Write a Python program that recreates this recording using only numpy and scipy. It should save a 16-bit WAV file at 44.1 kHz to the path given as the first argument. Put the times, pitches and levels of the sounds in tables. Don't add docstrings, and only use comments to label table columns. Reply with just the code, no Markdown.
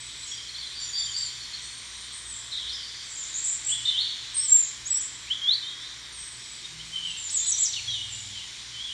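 import sys
import numpy as np
from scipy import signal
from scipy.fft import rfft, irfft
from scipy.io import wavfile
from scipy.ndimage import uniform_filter1d

SR = 44100
rng = np.random.default_rng(int(sys.argv[2]) if len(sys.argv) > 2 else 0)


def int16_out(signal):
    q = np.round(np.clip(np.atleast_2d(signal).T, -1, 1) * 32767)
    wavfile.write(sys.argv[1], SR, q.astype(np.int16))


def nominal_scale(level):
    x = np.asarray(level, float) / 20
    return 10 ** x


N = 393813
TIME = np.arange(N) / SR

# frequency in Hz, density in dB per Hz.
TOWN_COLOUR = [(19, -35), (33, -3), (119, -5), (168, -10.5), (336, -11), (550, -17.5), (793, -15.5),
               (901, -11), (1080, -7.5), (1320, -10), (2090, -2), (2600, -4.5), (3380, -61), (5720, -120)]
# frequency in Hz, level in dB.
MAINS_LINES = [
    (59.2, -63.5),
    (118.4, -62.5),
]
# time in seconds, level in dB.
HUM_LEVELS = [(0.0, -56), (3.06, -58.5), (4.55, -56), (4.68, -59.5), (7.36, -59), (8.13, -53), (8.93, -61)]
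# time in seconds, firing rate in Hz, level in dB, octave level in dB.
ENGINE_RUN = [
    (6.6, 78.4, -84, -77),
    (6.75, 78.8, -80, -53),
    (6.98, 80.6, -70, -63),
    (7.1, 82.5, -65, -56),
    (7.22, 85.8, -60.5, -76),
    (7.7, 91.5, -60.5, -70),
    (8.0, 97.3, -56, -69),
    (8.3, 99.9, -53.5, -60.5),
    (8.5, 98.2, -72, -69),
]
# frequency in Hz, density in dB per Hz.
WASH_COLOUR = [(1410, -42), (2400, -31), (2700, -12), (3200, -0.5), (3750, -0.5), (4480, -4.5), (5160, -6),
               (5670, -3), (6430, -9.5), (7220, -5.5), (8000, -16), (8720, -8.5), (9570, -22),
               (10100, -23.5), (13300, -40.5), (15500, -45)]
# time in seconds, level in dB.
WASH_LEVELS = [(0, -1.5), (.6, -0.5), (1.5, -1), (2.4, -2), (3.3, -0.9), (4.3, -0.8), (5.1, -3.5),
               (6.1, -2.5), (6.8, -2.5), (7.6, 1), (8.3, -1), (8.93, -2.5)]

# turning point of the breath as a share of length (kept within 0.02 to 0.98),
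# start in dB, end in dB (both relative to the turning point), bow of the pitch slide (1 is straight, more
BLOW_HIGH_SWELL = (1.2, -6, -7, 0.9)
BLOW_HIGH_FADE = (0.4, 3, -11, 0.5)
BLOW_HIGH_RISE = (-3, -14, 2.5, 0.5)
BLOW_HIGH_FLICK = (3.5, 2, -15, 1.1)
BLOW_LOW_SWELL = (2, -11, 5.5, 2.5)
BLOW_LOW_FADE = (-0.03, 3.5, -11, 1.3)
BLOW_FAR_SWELL = (9, -5, -2, 1.2)
BLOW_FAR_SURGE = (-1.26, -15, 3.5, 0.5)
BLOW_FAR_STEADY = (2.5, 0.5, -7, 0.5)
BLOW_FAR_DROP = (1.1, -1, -3, 1.5)
BLOW_RASP = (4, 2, -12, 0.5)
BLOW_CHIP = (-1.5, -6, 0.5, 0.4)
BLOW_THIN = (0.2, -2.5, -5, 1)

# start in seconds,
# length in seconds, from Hz, to Hz, level in dB.
STEADY_TRILLS = [ (1.92, 0.122, 8500, 8650, -48), (1.62, 0.066, 8400, 8350, -44.5),
                 (5.07, 0.096, 7500, 7450, -42), (2.13, 0.055, 8360, 8720, -43),
                 (2.518, 0.049, 4100, 3520, -31), (2.57, .065, 3950, 3300, -32.5),
                 (2.645, 0.0444, 3600, 3500, -32), (2.7, .12, 3450, 3400, -38.5),
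                 (2.69, 0.0434, 5100, 4200, -42), (2.76, 0.28, 4750, 4500, -44),
                 (8.19, 0.0442, 6780, 7100, -41)]
# start in seconds, length in seconds, from Hz, to Hz, level in dB.
GROWING_TRILLS = [
    (1.7, 0.082, 8450, 8700, -44),
    (1.81, 0.096, 8430, 8700, -48),
    (7.86, 0.069, 5790, 5860, -40),
    (8.09, 0.084, 7430, 7850, -40),
]
# start in seconds, length in seconds, from Hz, to Hz, level in dB.
FAR_GROWING = [ (.265, .045, 6580, 7000, -35), (.28, 0.057, 5400, 5700, -34), (.8, 0.1, 5650, 5780, -36),
               (1.105, 0.017, 6920, 6900, -30), (1.535, 0.018, 4350, 4360, -25),
               (1.62, 0.15, 4320, 4400, -40), (6.85, 0.046, 8000, 7860, -45),
               (7.425, 0.065, 3990, 4035, -31.5), (7.675, 0.072, 4200, 4380, -41),
               (7.745, .13, 4370, 4320, -42), (8.295, 0.049, 3360, 3420, -37)]
# start in seconds, length in
# seconds, from Hz, to Hz, level in dB.
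FAR_SURGING = [
    (.75, 0.1, 4710, 4560, -33.5),
    (.93, 0.067, 4676, 4670, -27),
    (1.135, 0.0388, 4280, 4695, -29),
]
# start in seconds, length in seconds,
# from Hz, to Hz, level in dB.
FAR_STEADY = [ (.34, 0.046, 4650, 4900, -37), (.95, 0.11, 3460, 3620, -32), (.98, 0.073, 5750, 5720, -42),
              (1.005, 0.044, 4700, 4670, -35), (1.07, 0.031, 3160, 3190, -32.5),
              (1.17, 0.069, 5560, 5600, -43), (1.175, 0.0395, 4694, 4540, -25.5),
              (1.25, .06, 4360, 4280, -36), (1.405, 0.056, 4350, 4330, -35.5),
              (2.125, 0.033, 8300, 8200, -38), (2.16, 0.051, 7730, 8170, -43),
              (7.395, 0.11, 3590, 3570, -40), (7.52, .04, 3800, 3800, -36), (7.56, .06, 3500, 3570, -37),
              (8.35, 0.082, 3080, 3020, -36), (2.14, 0.085, 8120, 8100, -50)]
# start in seconds, length in seconds, from Hz, to Hz, level in dB.
FAR_DROPPING = [
    (.8, 0.11, 7250, 6870, -33),
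    (.98, 0.11, 7250, 7020, -31),
    (1.17, 0.11, 7540, 7060, -32),
    (2.25, 0.097, 8280, 7500, -35.5),
    (2.3, 0.084, 7900, 7150, -33.5),
]
# start in seconds, pitch in Hz, level in dB.
FAR_CHIPS = [(.23, 3950, -34), (.25, 4180, -41), (.262, 3125, -37), (.315, 3200, -27.5), (.38, 3186, -31.5),
             (.45, 3200, -36), (.488, 4190, -29), (.546, 4140, -30), (.56, 3450, -28.5), (.582, 4400, -30),
             (.61, 4160, -30), (.625, 3490, -32), (0.641, 3340, -30), (.665, 4080, -32), (2.694, 4130, -28),
             (2.728, 5000, -30), (2.83, 4400, -34), (2.87, 4900, -35)]
# start in
# seconds, length in seconds, from Hz, to Hz, level in dB.
THIN_NOTES = [
    (4.03, .15, 4450, 4420, -43),
    (7.395, .1, 3590, 3590, -41),
    (7.74, .135, 4350, 4320, -42.5),
    (1.168, .06, 7560, 7520, -37.5),
]
# start in seconds, length in seconds, from Hz, to Hz, level in dB.
ROUGH_NOTES = [
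    (7.735, .03, 3950, 3400, -37),
    (7.76, 0.0253, 3150, 2800, -36),
    (4.11, 0.058, 3750, 3850, -39),
]

# time in seconds, pitch in Hz, level in dB.
DEEP_PICKUP = [
    [(3.685, 2756, -46), (3.7, 3010, -35), (3.713, 3026, -37.5), (3.725, 3385, -25), (3.735, 3450, -36),
     (3.745, 3350, -37), (3.75, 3330, -41)],
]
# start in seconds, length in seconds, from Hz, to Hz, level in dB.
DEEP_LEAD = [
    (3.82, 0.108, 3000, 3073, -36),
]
# time in seconds, pitch in Hz, level in dB.
DEEP_WHIP = [
    [(3.93, 3120, -49), (3.946, 3047, -28.5), (3.958, 3120, -29.5), (3.988, 3720, -24), (4.004, 4220, -34),
     (4.01, 4330, -29), (4.02, 4390, -29)],
]

# time in seconds, pitch in Hz, level in dB.
SINKING_CALL = [(7.876, 3400, -36), (7.884, 3323, -29), (7.926, 3253, -36.5), (7.97, 2975, -41),
                (8.04, 2963, -44), (8.06, 2900, -50), (8.11, 2820, -52), (8.17, 2860, -53),
                (8.2, 2930, -51)]
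# time in seconds, pitch in Hz, level in dB.
SINKING_UPPER = [(7.9, 3880, -34), (7.915, 3850, -30), (7.935, 3746, -29.5), (7.95, 3540, -31),
                 (7.957, 3480, -47)]
# time in seconds, pitch in Hz, level in dB.
LAST_CALL = [(8.73, 3032, -56), (8.758, 3086, -39.5), (8.775, 3027, -46), (8.828, 3360, -35),
             (8.838, 3340, -54), (8.846, 3420, -35), (8.858, 3330, -42), (8.905, 3180, -40.5)]
# time in seconds, pitch in Hz, level in dB.
WAVERING_WHISTLE = [(6.915, 3140, -49), (6.933, 3080, -40), (6.963, 3117, -31.5), (7.011, 2947, -45),
                    (7.041, 3023, -34), (7.057, 3120, -33), (7.091, 2850, -40.5), (7.125, 2730, -48),
                    (7.18, 2730, -51)]
# start in seconds, length in seconds, from Hz, to Hz, level in dB.
LOW_GROWING = [
    (6.635, 0.023, 3710, 3740, -36),
    (6.792, 0.023, 2970, 3210, -33),
    (7.085, 0.0128, 3050, 3200, -33),
    (8.885, 0.039, 2864, 3040, -36),
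]
# start in seconds, length in seconds, from Hz, to Hz, level in dB.
LOW_FADING = [
    (7.764, .036, 3060, 2245, -31),
    (8.03, 0.046, 3250, 3225, -34),
]
# time in seconds, pitch in Hz, level in dB.
LOWER_GLIDE = [(5.625, 3020, -47), (5.643, 3110, -36.5), (5.685, 3214, -41), (5.695, 3232, -37),
               (5.797, 3405, -47), (5.843, 3610, -37), (5.889, 3700, -48), (5.923, 3594, -38),
               (5.945, 3610, -53)]
# time in seconds, pitch in Hz, level in dB.
UPPER_GLIDE = [(5.622, 3520, -39), (5.63, 3630, -31), (5.652, 3610, -35), (5.696, 3750, -36),
               (5.762, 3735, -54), (5.768, 3660, -50), (5.856, 4000, -41), (5.934, 4070, -48),
               (5.94, 4038, -55)]
# time in seconds, pitch in Hz, level in dB.
LOW_OPEN = [
    [(5.272, 2210, -46), (5.276, 2280, -40), (5.286, 2607, -48), (5.3, 2820, -50), (5.304, 2945, -33),
     (5.312, 3083, -24), (5.324, 3320, -26), (5.336, 3430, -30)],
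    [(5.413, 3208, -37.5), (5.445, 3270, -28), (5.469, 3307, -29), (5.495, 3590, -14.5), (5.503, 3790, -30),
     (5.515, 3980, -18), (5.524, 4110, -25), (5.537, 4350, -21.5), (5.551, 4620, -35)],
]
# time in seconds, pitch in Hz, level in dB.
BUZZ_NOTE = [(3.853, 3570, -30), (3.858, 3610, -23.5), (3.868, 3670, -31.5), (3.896, 3553, -19.5),
             (3.91, 3440, -32)]
# offset above the note in Hz, level in dB.
BUZZ_LINES = [
    (0, 0),
    (350, -8.5),
    (700, -19),
]

# time in seconds, pitch in Hz, level in dB.
ROUGH_ANSWERS = [
    [(4.365, 4890, -46), (4.39, 5240, -38), (4.42, 5480, -34.5), (4.445, 5570, -38), (4.46, 5650, -46)],
    [(4.915, 5150, -50), (4.94, 5450, -45), (4.952, 5570, -33), (4.965, 5800, -45), (5.01, 6000, -45),
     (5.03, 6050, -52)],
]
# start in seconds, length in seconds, from Hz, to Hz, level in dB.
RASP_NOTES = [ (3.09, 0.069, 7500, 7300, -44), (3.25, 0.075, 7240, 7080, -42),
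              (3.44, 0.019, 7450, 7400, -32.5), (3.465, 0.1, 7330, 7230, -32.5),
              (3.648, .014, 7450, 7500, -35), (3.664, 0.031, 7540, 7430, -29),
              (3.692, 0.025, 7480, 7100, -31), (4.66, 0.038, 6920, 7600, -43),
              (5.018, 0.053, 7980, 7400, -40), (7.305, 0.075, 8300, 8340, -42)]
# start in seconds, length in seconds, from Hz, to Hz, level in dB.
HIGH_GROWING = [ (.125, 0.2, 7800, 7640, -40), (3.04, 0.071, 7680, 7600, -44),
                (3.17, 0.061, 7470, 7110, -28.5), (3.46, 0.087, 8100, 8720, -38),
                (6.125, 0.081, 8870, 8200, -38), (6.42, 0.14, 7930, 7730, -42.5),
                (7.04, 0.075, 8020, 7800, -42), (7.2, 0.079, 7300, 7020, -32.5),
                (7.37, .05, 7450, 7380, -26.5), (7.46, 0.034, 6770, 7000, -23),
                (7.565, .06, 7630, 7070, -26)]
# start in seconds, length in seconds, from Hz, to Hz, level in dB.
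HIGH_FADING = [ (0, 0.11, 8120, 7860, -42), (3.37, 0.092, 7470, 7470, -31.5),
               (3.703, 0.0084, 8520, 8240, -25.5), (4.512, .01, 7700, 7650, -28),
               (6.185, 0.26, 8410, 7990, -43.5), (7.172, 0.045, 7360, 7540, -37.5),
               (7.402, 0.037, 7000, 6980, -33), (8.125, 0.032, 7320, 7170, -32.5)]
# start in seconds, length in seconds, from Hz, to Hz, level in dB.
HIGH_UPSTROKES = [
    (3.34, 0.035, 6020, 7500, -28),
    (7.292, 0.0132, 3300, 7000, -32),
]
# start in seconds, length in seconds, from Hz, to Hz, level in dB.
HIGH_DOWNFLICKS = [ (3.153, 0.0089, 7450, 6660, -31), (3.232, 0.011, 7370, 5670, -34),
                   (3.46, 0.013, 7400, 6730, -25), (4.454, 0.0086, 7850, 7300, -26),
                   (4.643, 0.011, 7050, 6400, -29), (5.009, 0.0093, 7730, 6770, -25),
                   (7.384, 0.01, 7000, 5900, -36), (7.492, 0.011, 6800, 5500, -34),
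                   (7.724, 0.014, 6500, 4080, -33), (7.733, 0.0127, 4090, 2880, -29.5)]
# time in seconds, pitch in Hz, level in dB.
FIRST_TUMBLE = [(7.305, 7770, -37.5), (7.321, 7787, -46), (7.355, 7630, -33), (7.365, 7220, -36),
                (7.375, 6700, -28.5), (7.383, 6860, -38), (7.4, 6951, -35)]
# time in seconds, pitch in Hz, level in dB.
SECOND_TUMBLE = [(7.458, 7800, -38), (7.468, 8150, -37), (7.48, 7890, -34.5), (7.498, 7590, -32),
                 (7.506, 7886, -31), (7.514, 6980, -32), (7.52, 6830, -30), (7.526, 5790, -29),
                 (7.545, 5830, -50)]
# time in seconds, pitch in Hz, level in dB.
THIRD_TUMBLE = [(7.578, 5731, -38), (7.588, 6970, -34), (7.596, 7840, -31), (7.62, 7690, -40),
                (7.626, 7650, -28), (7.632, 7100, -27), (7.644, 6870, -32), (7.658, 5670, -29.5),
                (7.668, 4780, -43)]
# start in seconds, length in seconds, from Hz, to Hz, level in dB.
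TUMBLE_TOP = [
    (7.602, .016, 7710, 7630, -25.5),
]
# time in seconds, pitch in Hz, level in dB.
HIGH_CLOSEST = [
    [(4.335, 7831, -51), (4.345, 8250, -37.5), (4.362, 8640, -35.5), (4.377, 8170, -27),
     (4.407, 8410, -27.5), (4.413, 8200, -41), (4.447, 8100, -30)],
    [(4.476, 7450, -46), (4.484, 7380, -28), (4.51, 7500, -28), (4.526, 7454, -17), (4.592, 7290, -21),
     (4.622, 7220, -35), (4.638, 7007, -22), (4.642, 7100, -40)],
    [(4.85, 6415, -57), (4.86, 6492, -37), (4.872, 6870, -31.5), (4.882, 7800, -33), (4.89, 7860, -44)],
    [(4.903, 7880, -34), (4.908, 7850, -24.5), (4.926, 7670, -26), (4.958, 7710, -28), (4.964, 7767, -31),
     (4.976, 7850, -24), (4.982, 7860, -41), (5.008, 7600, -36)],
]


def scale_to_rms(x, db):
    return x * nominal_scale(db) / np.sqrt(np.mean(x ** 2))


def walk(rate, size=N):
    hold = max(int(SR / rate), 1)
    steps = rng.standard_normal(1024)[np.arange(size) // hold % 1024]
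    return 1.326 * uniform_filter1d(uniform_filter1d(steps, hold), hold)


def shape(points):
    hz, db = np.transpose(points)
    bins = np.maximum(np.arange(N // 2 + 1) * SR / N, 1)
    return nominal_scale(np.interp(np.log(bins), np.log(hz), db, left=-90, right=-90))


def bands(points, db, edges_hz, swell_db, flicker_db, flicker_rate):
    colour = shape(points) * rfft(rng.standard_normal(N))
    bins = np.arange(N // 2 + 1) * SR / N
    out = 0
    for lo, hi in zip(edges_hz, edges_hz[1:]):
        part = irfft(colour * ((bins >= lo) & (bins < hi)), N)
        out = out + part * nominal_scale(swell_db * walk(1.536) + flicker_db * walk(flicker_rate))
    return scale_to_rms(out, db)


def blow(rows, rule):
    accent, start_db, end_db, bow = rule
    u = np.linspace(0, 1, num=17)
    breath_db = np.interp(u, [0, np.clip(accent, 0.02, 0.98), 1], [start_db, 0, end_db])
    paths = []
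    for start, length, from_hz, to_hz, db in rows:
        pitch = from_hz + (to_hz - from_hz) * u ** bow
        paths.append(np.transpose([start + length * u, pitch, db + breath_db]))
    return paths


def sing(notes, gain_db, wobble_hz, wobble_rate, flutter_db, flutter_rate, rasp_hz=0, rasp_rate=300,
         bend=0, edge_s=0.004):
    out = np.zeros(N)
    for note in notes:
        s, hz, db = np.transpose(note)
        a = max(int((s[0] - edge_s) * SR), 0)
        b = min(int((s[-1] + edge_s) * SR), N)
        t = TIME[a:b]
        swing_rate = rasp_rate * (1 + 0.149 * walk(90.5, size=b - a))
        rasp = np.sin(2 * np.pi * np.cumsum(swing_rate) / SR)
        pitch = np.interp(t, s, hz) + wobble_hz * walk(wobble_rate, size=b - a) + rasp_hz * rasp
        phase = 2 * np.pi * np.cumsum(pitch) / SR
        edges = np.clip(np.minimum(t - t[0], t[-1] - t) / (1.11 * edge_s), 0, 1) ** 2
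        flutter = flutter_db * np.minimum(walk(flutter_rate, size=b - a), 0.9)
        strength = nominal_scale(np.interp(t, s, db) + gain_db + flutter) * edges
        strength *= 1 + rasp * min(rasp_hz / 600, 0.8)
        octave = bend * strength * np.sin(2 * phase)
        out[a:b] += np.sqrt(2) * strength * (np.sin(phase) + octave)
    return out


def trees(x, direct_db, early_db, early_t60, late_db, late_t60, wall_db=-40, stir=0.53, stir_rate=600.0):
    t = TIME[:SR]
    onset = np.minimum(t / 0.019, 1)
    early = rng.standard_normal(SR) * nominal_scale(-60 * t / early_t60) * onset
    late = rng.standard_normal(SR) * nominal_scale(-60 * t / late_t60) * onset
    echo = nominal_scale(early_db) * early / np.linalg.norm(early) + nominal_scale(late_db) * late / np.linalg.norm(late)
    echo[0] = nominal_scale(direct_db)
    stirred = x * (1 + stir * walk(stir_rate)) / np.sqrt(0.76 + 0.79 * stir ** 2)
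    haze = signal.fftconvolve(stirred, echo)[:N] + echo[0] * (x - stirred)
    return haze + nominal_scale(wall_db) * np.roll(x, int(0.035 * SR))


def town_rumble():
    return bands(TOWN_COLOUR, -49.5, 24 * 1.5 ** np.arange(13), 1.0, 0.12, 4.8)


def mains_hum():
    swell_db = np.interp(TIME, *np.transpose(HUM_LEVELS)) + 57.6
    out = np.zeros(N)
    for hz, db in MAINS_LINES:
        strength = nominal_scale(db + swell_db + 3.1 * walk(9.8))
        phase = 2 * np.pi * np.cumsum(hz + 0.63 * walk(5.13)) / SR
        out += np.sqrt(2) * strength * np.sin(phase)
    return out


def far_engine():
    s, hz, low_db, octave_db = np.transpose(ENGINE_RUN)
    lines = [np.transpose([s, hz, low_db]), np.transpose([s, 2 * hz, octave_db])]
    return sing(lines, 0, 0.92, 6.0, 2.0, 5.8, edge_s=0.057)


def far_wash():
    wash_db = -41
    calls = []
    for at, height, slide, length, size in rng.random((520, 5)):
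        start, hz, db = at * N / SR, 3000 * 3 ** height, -6 * size
        end = start + 0.0268 + 0.12 * length
        calls.append([(start, hz, db), (end, hz * (0.9 + 0.17 * slide), db)])
    chirps = trees(sing(calls, 0, 110, 150, 3.0, 120), -14.0, -6.0, 0.12, -1.5, 0.7)
    faded = chirps * signal.windows.tukey(N, 1 / 200)
    chirps = scale_to_rms(irfft(rfft(faded) * shape(WASH_COLOUR), N), wash_db - 7)
    hiss = bands(WASH_COLOUR, wash_db, 2400 * 1.25 ** np.arange(10), 0.61, 1.0, 14.0)
    return (chirps + hiss) * nominal_scale(np.interp(TIME, *np.transpose(WASH_LEVELS)))


def far_trills():
    notes = blow(STEADY_TRILLS, BLOW_FAR_STEADY) + blow(GROWING_TRILLS, BLOW_FAR_SWELL)
    song = sing(notes, -1.35, 125.4, 240, 2.9, 124, rasp_hz=202, rasp_rate=180)
    return trees(song, -4.0, -8.0, 0.17, -5.5, 1.0)


def distant_birds():
    notes = blow(FAR_GROWING, BLOW_FAR_SWELL) + blow(FAR_SURGING, BLOW_FAR_SURGE)
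    notes += blow(FAR_STEADY, BLOW_FAR_STEADY) + blow(FAR_DROPPING, BLOW_FAR_DROP)
    chips = [(s, 0.011, hz, hz + 60.4, db) for s, hz, db in FAR_CHIPS]
    notes += blow(chips, BLOW_CHIP)
    song = sing(notes, -3.5, 59, 218, 2.5, 170, rasp_hz=65, rasp_rate=260)
    return trees(song, -5.0, -9.0, 0.1, -7.5, 0.85, stir=1.06)


def thin_whistles():
    steady = sing(blow(THIN_NOTES, BLOW_THIN), 0, 22, 120, 3.0, 90)
    rough = sing(blow(ROUGH_NOTES, BLOW_THIN), 0, 159, 300, 3.5, 200)
    return trees(steady + rough, -1.6, -7.0, 0.065, -11.0, 0.4)


def hidden_songbird():
    notes = DEEP_PICKUP + blow(DEEP_LEAD, BLOW_LOW_SWELL) + DEEP_WHIP
    song = sing(notes, 1.1, 15.6, 112, 1.9, 108)
    return trees(song, -1.8, -7.0, 0.074, -2.5, 0.95, stir=1.4)


def low_calls():
    calls = sing([WAVERING_WHISTLE, SINKING_CALL, LAST_CALL], 3.5, 21.3, 120.5, 2.2, 101)
    upper = sing([SINKING_UPPER], 0.3, 58, 200, 3.0, 130)
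    return trees(calls + upper, -2.3, -8.5, 0.098, -7.5, 0.84)


def low_songbird():
    notes = blow(LOW_GROWING, BLOW_LOW_SWELL) + blow(LOW_FADING, BLOW_LOW_FADE)
    notes += [LOWER_GLIDE, UPPER_GLIDE]
    song = trees(sing(notes, -1.0, 12, 140, 1.8, 110, bend=0.01), -1.2, -10.0, 0.07, -10.5, 0.55)
    buzz = [np.array(BUZZ_NOTE) + (0, hz, db) for hz, db in BUZZ_LINES]
    in_open = sing(LOW_OPEN + buzz, 0.6, 12, 140, 1.2, 110, bend=0.01)
    return song + trees(in_open, 0, -11.0, 0.07, -9.5, 0.5, stir=1.6)


def rough_answer():
    song = sing(ROUGH_ANSWERS, -1.5, 110, 250, 3.3, 150)
    return trees(song, -1.5, -5.0, 0.06, -12.0, 0.4, stir=1.1)


def high_whistler():
    notes = blow(HIGH_GROWING, BLOW_HIGH_SWELL) + blow(HIGH_FADING, BLOW_HIGH_FADE)
    notes += blow(HIGH_UPSTROKES, BLOW_HIGH_RISE) + blow(HIGH_DOWNFLICKS, BLOW_HIGH_FLICK)
    whistles = sing(notes, -2.45, 52, 221.3, 0.96, 129, bend=0.05)
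    rasps = sing(blow(RASP_NOTES, BLOW_RASP), 0.6, 70, 150, 2.5, 130, rasp_hz=290, rasp_rate=340)
    out = trees(whistles + rasps, -2.2, -5.0, 0.15, -7.0, 0.63, wall_db=-33, stir=1.14)
    tumbles = sing([FIRST_TUMBLE, SECOND_TUMBLE, THIRD_TUMBLE], 6.2, 64, 223, 2.3, 150, bend=0.05)
    out += trees(tumbles, -0.5, -4.5, 0.09, -9.5, 0.7, stir=1.3)
    top = sing(blow(TUMBLE_TOP, BLOW_HIGH_FADE), 0, 50, 230, 2.2, 150, bend=0.05)
    out += trees(top, -0.5, -8.0, 0.08, -10.0, 0.5)
    closest = sing(HIGH_CLOSEST, 1.5, 44.4, 199.7, 2.8, 121, bend=0.046)
    return out + trees(closest, 0, -5.0, 0.057, -7.0, 0.4, stir_rate=250)


def scene():
    background = town_rumble() + mains_hum() + far_engine() + far_wash()
    far = far_trills() + distant_birds() + thin_whistles() + hidden_songbird()
    near = low_calls() + low_songbird() + rough_answer() + high_whistler()
    mono = background + far + near
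    return np.array([mono, mono])


def roll_off(x):
    return signal.sosfilt(signal.butter(12, 15590, fs=SR, output="sos"), x)


def record(dry):
    bass_cut = signal.butter(2, 38, "high", fs=SR, output="sos")
    mix = signal.sosfilt(bass_cut, dry)
    return roll_off(mix)


dry = scene()
out = record(dry)
int16_out(out)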